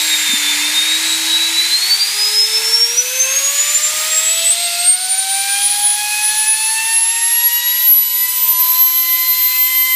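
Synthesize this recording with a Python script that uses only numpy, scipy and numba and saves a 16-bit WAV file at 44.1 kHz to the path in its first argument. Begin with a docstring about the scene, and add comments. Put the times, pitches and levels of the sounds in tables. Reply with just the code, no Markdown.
"""A vacuum cleaner's small twelve-bladed turbine whistles indoors, speeding up as its collar opens.
The whistle and the tones of the unbalanced shaft climb, swelling and fading as they meet their own
echoes in the room. Rushing air hisses, roars and rings in the pipe and housing.
Behind it are a dull knock near the start and a faint mains hum. The top treble dulls near the end."""
import sys
import numpy as np
from scipy import signal
from scipy.fft import rfft, irfft, next_fast_len
from scipy.io import wavfile
from scipy.ndimage import uniform_filter1d
from numba import njit

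SR = 44100
rng = np.random.default_rng(int(sys.argv[2]) if len(sys.argv) > 2 else 0)


def to_wav(sig):
    """Store sig (one row per channel, or 1-D mono) as 16-bit WAV at the path in sys.argv[1].

    Samples outside -1..1 are clipped; the rate is SR.
    """
    pcm = np.clip(np.atleast_2d(sig), -1, 1) * 32767
    pcm = np.round(pcm).astype(np.int16)
    wavfile.write(sys.argv[1], SR, pcm.T)  # frames by channels


N = 438794

BLADES, BOTTOM_HZ, TOP_HZ = 12, 48, 15250
# Moments when the whistle and its echo add up: time_s, level_db
WHISTLE_PEAKS = [(0,-22.5),(.14,-19),(.29,-16.5),(.52,-20),(.63,-24),(.8,-15.5),(.9,-18.5),(1.1,-22.5),(1.38,-15.5),(1.64,-16),(1.75,-15),(1.85,-18),(1.93,-9.5),(2.03,-14),(2.09,-21.5),(2.22,-15),(2.42,-12.5),(2.57,-12.5),(2.67,-19.5),(2.76,-8.5),(2.83,-9),(2.93,-17),(2.99,-9),(3.07,-24.5),(3.2,-10),(3.37,-16.5),(3.46,-17),(3.61,-12),(3.7,-18),(3.76,-13.5),(3.84,-14),(4,-26),(4.16,-13.5),(4.29,-15.5),(4.5,-12),(4.62,-19),(4.75,-18),(4.91,-7.5),(5.03,-21),(5.13,-12.5),(5.2,-17),(5.34,-17),(5.53,-18),(5.67,-11),(5.89,-12.5),(6.13,-25.5),(6.26,-15),(6.4,-16.5),(6.51,-12),(6.65,-17),(7,-14),(7.36,-12.5),(7.47,-10.5),(7.55,-16),(7.68,-14),(7.93,-5),(8.26,-14),(8.43,-13.5),(8.51,-10),(8.62,-12),(8.71,-10.5),(8.82,-7),(9,-11.5),(9.13,-11),(9.22,-12.5),(9.31,-12),(9.41,-11.5),(9.62,-12.5),(9.81,-10.5),(9.95,-13)]
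# Echo strength against the direct whistle: pitch_hz, share (0 to 1)
ECHO_SHARE = [(4000, 0.56), (9000, 0.58), (12400, 0.37)]
# The tone an octave above the whistle: time_s, level_db
OCTAVE_LEVELS = [(0, -28), (.7, -30.5), (1.5, -35), (2.4, -38), (3.3, -31), (4.2, -37)]
def blade_whistle(shaft_hz, flutter):
    """Passing blades chop the air into a whistle; its echo partly cancels it between peaks."""
    peak_db, echo_phase = curves([(s, db, 2 * np.pi * k) for k, (s, db) in enumerate(WHISTLE_PEAKS)])
    share = np.interp(BLADES * shaft_hz, *np.transpose(ECHO_SHARE))
    size = undb(peak_db) * np.abs(1 + share * np.exp(1j * echo_phase)) / (1 + share)
    out = tone(shaft_hz, BLADES, size * (1 + 0.24 * flutter * walk(50)))
    out += tone(shaft_hz, 2 * BLADES, undb(curves(OCTAVE_LEVELS)[0]) * fading(1.0, 16))
    return out + tone(shaft_hz, 3 * BLADES, undb(-42) * walk(15))


# One row per shaft tone: full_speed_db, growth_db_per_octave, fading_share
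SHAFT_TONES = [(0.45, 10, 0.14), (-1.2, 12.5, 0.23), (-0.8, 12, 0.21), (-1.4, 18.5, 0.2), (-0.5, 15, .5),
               (0.3, 9, 0.54)]
# How well housing and room carry each pitch: pitch_hz, gain_db
CARRYING = [(300,-22),(322,-21.5),(335,-30),(385,-36),(440,-23),(520,-24),(580,-31.5),(630,-30.5),(820,-27.5),(900,-30),(1002,-39),(1013,-27),(1030,-37),(1065,-24),(1150,-29),(1260,-27),(1340,-34),(1590,-25.5),(1640,-30),(1800,-26),(1930,-29),(1978,-39),(1996,-22),(2024,-42),(2044,-28),(2065,-24),(2200,-31.5),(2410,-25),(2470,-37),(2520,-19),(2680,-22),(2800,-28.5),(2880,-28),(3040,-39),(3090,-27.5),(3400,-29.5),(3720,-35.5),(3850,-23),(4040,-37),(4070,-25),(4105,-27),(4125,-38),(4300,-28),(5100,-42.5),(7500,-38),(9000,-36),(11300,-29.5)]
def shaft_tones(shaft_hz, flutter, octaves):
    """Unbalance and uneven blades sound at multiples of the shaft speed; higher tones sputter more."""
    out = np.zeros(N)
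    for multiple, (db, growth_db, share) in zip([1, 2, 3, 4, 5, BLADES - 1], SHAFT_TONES):
        size = undb(db + growth_db * octaves) * shaped(CARRYING)(multiple * shaft_hz)
        size *= fading(share, 5.5)
        sputter = 1 + min(0.12 * multiple, 0.36) * flutter * walk(45)
        out += tone(shaft_hz, multiple, size * sputter)
    return out


# Quieter shaft tones: speed_multiple, relative_db
WEAK_TONES = [(6, -45), (7, -43), (8, -42), (9, -45), (10, -45)]
def weak_tones(shaft_hz, octaves):
    """Faint wavering tones that grow as speed makes the unbalance shake harder."""
    growth = undb(13 * octaves)
    return sum(tone(shaft_hz, multiple, undb(db) * growth * (2.0 + 0.97 * walk(6.5)))
               for multiple, db in WEAK_TONES)


# How fast the shaft turns: time_s, speed_hz
SHAFT_SPEED = [(0,319.9),(.15,309.3),(.43,296.5),(.58,297.5),(.84,309.5),(1.02,321.4),(1.27,320.3),(1.41,326),(1.55,326.5),(1.72,338.2),(1.9,374),(2.17,413),(2.27,420.5),(2.43,430.3),(2.89,465),(3,492.4),(3.17,519),(3.28,529),(3.43,553),(3.68,588),(3.8,601),(3.98,619),(4.19,634),(4.48,667),(4.62,699),(4.69,689),(4.82,702),(4.96,731.4),(5.23,769),(5.48,795),(5.74,819.3),(5.95,831),(6.21,841.5),(6.51,861.4),(7.01,912.4),(7.27,933.5),(7.67,962.4),(7.95,981),(8.24,997),(8.4,1006),(8.56,1012.5),(9.04,1021),(9.4,1026),(9.73,1030),(9.95,1029.5)]
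def turbine():
    """The spinning rotor makes tones and sucks air; the tones flutter more while the speed changes."""
    shaft_hz, = curves(SHAFT_SPEED)
    octaves = np.log2(shaft_hz / shaft_hz.max())  # 0 at full speed, negative below
    glide = uniform_filter1d(np.abs(np.gradient(octaves)) * SR, size=SR // 2)  # octaves a second
    flutter = glide / (glide + 0.035)
    tones = blade_whistle(shaft_hz, flutter) + shaft_tones(shaft_hz, flutter, octaves)
    return tones + weak_tones(shaft_hz, octaves) + air(octaves)


# Air loudness, housing ring level, and how bright the top treble sounds (it dulls near the end):
# time_s, level_db, housing_db, brightness_db
AIR_LEVELS = [(0,-23,4,-1.5),(.6,-22.5,2,-7),(1.5,-23,4,-7),(2.5,-22,-1,-5.5),(3.1,-23.5,-4.5,-4.5),(3.8,-20.5,-6,-8),(4.2,-22,-1,-6),(4.4,-23,6,-3),(4.75,-24.5,6.5,-2.5),(4.95,-26,3,-2),(5.2,-24.5,2,-3),(5.8,-24.5,3,-1),(6.4,-24,-4,-2.5),(7,-25,-12,-4),(7.5,-24.5,-2.5,-7),(8.2,-25.5,-4,-7),(8.8,-23.5,-9,-16),(9.95,-25,-4.5,-30)]
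# Tone colour of the hiss: pitch_hz, level_db
HISS_COLOUR = [(400, -60), (1200, -18.5), (1600, -17), (2000, -3), (3200, 0), (5500, 1), (8500, 1.5),
               (11000, -1.5)]
# Tone colour of the roar: pitch_hz, level_db
ROAR_COLOUR = [(25, -50), (45, -42), (95, -18.5), (190, -17.5), (280, -13.5), (600, -10.5), (900, -9),
               (1400, 0.5), (2200, -11.5), (4000, -28)]
def air(octaves):
    """Swirling air makes a bright hiss and a low roar, and sets pipe and housing ringing."""
    level_db, housing_db, brightness_db = curves(AIR_LEVELS)
    cutoff_hz = HISS_COLOUR[-1][0]
    hiss = noise(lambda f: shaped(HISS_COLOUR)(f) / np.sqrt(1 + (f / cutoff_hz) ** 16))
    roar = noise(shaped(ROAR_COLOUR)) * undb(-21.5 - 3 * octaves + 1.16 * walk(9.7))
    rings = pipe(octaves) + undb(housing_db) * housing() + hollow_rings(octaves)
    top_treble = undb(brightness_db) * ring(hz=11300, width_hz=11200, db=-1.5)
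    return undb(level_db) * (hiss + roar + rings + top_treble)


# The housing ring that stays in place: pitch_hz, width_hz, level_db
HOUSING_RINGS = [(3580, 1100, -13.5)]
# The upper ring, which moves: time_s, pitch_hz
SLIDING_PITCH = [(0, 4128), (1.5, 4120), (2.8, 3897), (4.2, 3627), (4.45, 3648), (4.78, 4300), (5.3, 4340),
                 (6.1, 4290), (7, 4210), (9.95, 4188)]
def housing():
    """Air rings in the turbine housing; the upper ring slides as fingers turn the collar."""
    lower = sum(ring(*row) * undb(2.0 * walk(9)) for row in HOUSING_RINGS)
    return lower + undb(-6 + 0.92 * walk(13)) * sliding_ring(*curves(SLIDING_PITCH), width_hz=1330)


# Where the pipe rings: pitch_hz, width_hz, level_db
PIPE_RINGS = [(920, 166, -21), (1670, 90, -17), (2190, 960, -6.5), (6760, 420, -13.5), (9600, 560, -19.5)]
def pipe(octaves):
    """Air rings in the pipe, less strongly as the rotor speeds up."""
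    return undb(-10.5 - 7.5 * octaves) * sum(ring(*row) * undb(1.1 * walk(7.6)) for row in PIPE_RINGS)


# Narrow rings in the hiss: pitch_hz, width_hz, level_db
HOLLOW_RINGS = [(2593, 80, -19), (3610, 210, -23)]
def hollow_rings(octaves):
    """Hollow notes come and go in the rushing air."""
    return sum(ring(*row) * undb(6.1 * walk(8) - 3 - 2.5 * octaves) for row in HOLLOW_RINGS)


# Two bumps close together: start_s, level_db, pitch_hz, length_s
BUMPS = [(0.29, -30, 240, 0.011), (0.332, -21.5, 255, 0.014)]
def knock():
    """A dull knock: each soft push gives a few low vibrations."""
    out = np.zeros(N)
    for start_s, db, hz, length_s in BUMPS:
        t = np.arange(int(length_s * SR)) / SR
        at = int(start_s * SR)
        out[at:at + len(t)] += undb(db) * np.sin(np.pi * t / length_s) * np.sin(2 * np.pi * hz * t)
    return out


# Mains tone and its overtones: pitch_hz, level_db
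HUM_TONES = [(59.3, -75), (118.6, -66), (178, -67)]
def hum():
    """Mains power makes the motor hum, wavering a little."""
    t = np.arange(N) / SR
    return sum(np.sqrt(2) * undb(db + 1.8 * walk(12)) * np.sin(2 * np.pi * hz * t)
               for hz, db in HUM_TONES)


def room(x, echo_db=-19, decay_s=0.36):
    """The walls add a short wash of echoes."""
    t = np.arange(SR // 4) / SR
    tail = rng.standard_normal(len(t)) * np.exp(-np.log(1000) * t / decay_s) * (t > .004)
    return x + undb(echo_db) * signal.fftconvolve(x, tail / np.sqrt(np.sum(tail ** 2)))[:N]


def tone(shaft_hz, multiple, size):
    """A pure tone locked to the shaft, silent above TOP_HZ."""
    angle = 2 * np.pi * np.cumsum(shaft_hz) / SR
    heard = multiple * shaft_hz < TOP_HZ
    return heard * np.sqrt(2) * size * np.sin(multiple * angle + 2 * np.pi * rng.random())


def fading(share, rate_hz):
    """Gain of a tone met by wandering echoes of itself."""
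    return np.hypot(1 + share * walk(rate_hz), share * walk(rate_hz)) / np.sqrt(1 + 2 * share ** 2)


def ring(hz, width_hz, db):
    """Noise gathered around one pitch."""
    return undb(db) * noise(lambda f: 1 / (1 + ((f - hz * hz / f) / width_hz) ** 2))


def sliding_ring(hz, width_hz):
    """Noise gathered around a moving pitch."""
    angle = 2 * np.pi * np.cumsum(hz) / SR
    slow = lambda f: 1 / (1 + (2 * f / width_hz) ** 2)
    return noise(slow) * np.cos(angle) + noise(slow) * np.sin(angle)


def noise(gain):
    """Noise of strength 1, coloured by a gain for each pitch."""
    size = next_fast_len(N)
    white = rfft(rng.standard_normal(size))
    x = irfft(white * gain(np.arange(1, len(white) + 1) * SR / size), size)[:N]
    return x / np.std(x)


def walk(rate_hz):
    """A smooth random wobble around zero."""
    hold = int(SR / rate_hz)
    steps = np.repeat(rng.standard_normal(N // hold + 1), hold)
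    return 1.72 * uniform_filter1d(uniform_filter1d(steps, hold), hold)[:N]


def shaped(table):
    """Turn pitch_hz, level_db rows into a gain for any pitch."""
    hz, db = np.transpose(table)
    return lambda f: undb(np.interp(np.log(f), np.log(hz), db))


def curves(table):
    """Join timed rows with straight lines, one curve per value column."""
    time_s, *columns = np.transpose(table)
    return [np.interp(np.arange(N) / SR, time_s, column) for column in columns]


def undb(db):
    """Turn decibels into a gain."""
    return 10 ** (np.asarray(db) / 20)


@njit
def follow(x, rise, fall):
    """Track a level, with separate speeds up and down."""
    out, level = np.empty(len(x)), x[0]
    for i in range(len(x)):
        level += (x[i] - level) * (rise if x[i] > level else fall)
        out[i] = level
    return out


def scene():
    """The cleaner in its room, the same in both channels."""
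    return np.tile(room(turbine() + knock()) + hum(), (2, 1))


def record(dry):
    """Automatic volume evens out swells, peaks are rounded, and deep bass and top treble are cut."""
    attack_s, release_s, target_db, ratio, squash = 0.062, 0.21, -11, 1.79, 0.83
    power = uniform_filter1d(dry[0] ** 2, size=441)
    loudness = np.sqrt(follow(power, 1 / (attack_s * SR), 1 / (release_s * SR)))
    gain = (undb(target_db) / loudness) ** (1 - 1 / ratio)
    rounded = np.tanh(squash * dry * gain) / squash
    bass_cut = signal.sosfilt(signal.butter(2, BOTTOM_HZ, "high", fs=SR, output="sos"), rounded)
    return signal.sosfilt(signal.ellip(14, .3, 60, TOP_HZ, fs=SR, output="sos"), bass_cut)


dry = scene()
out = record(dry)
to_wav(out)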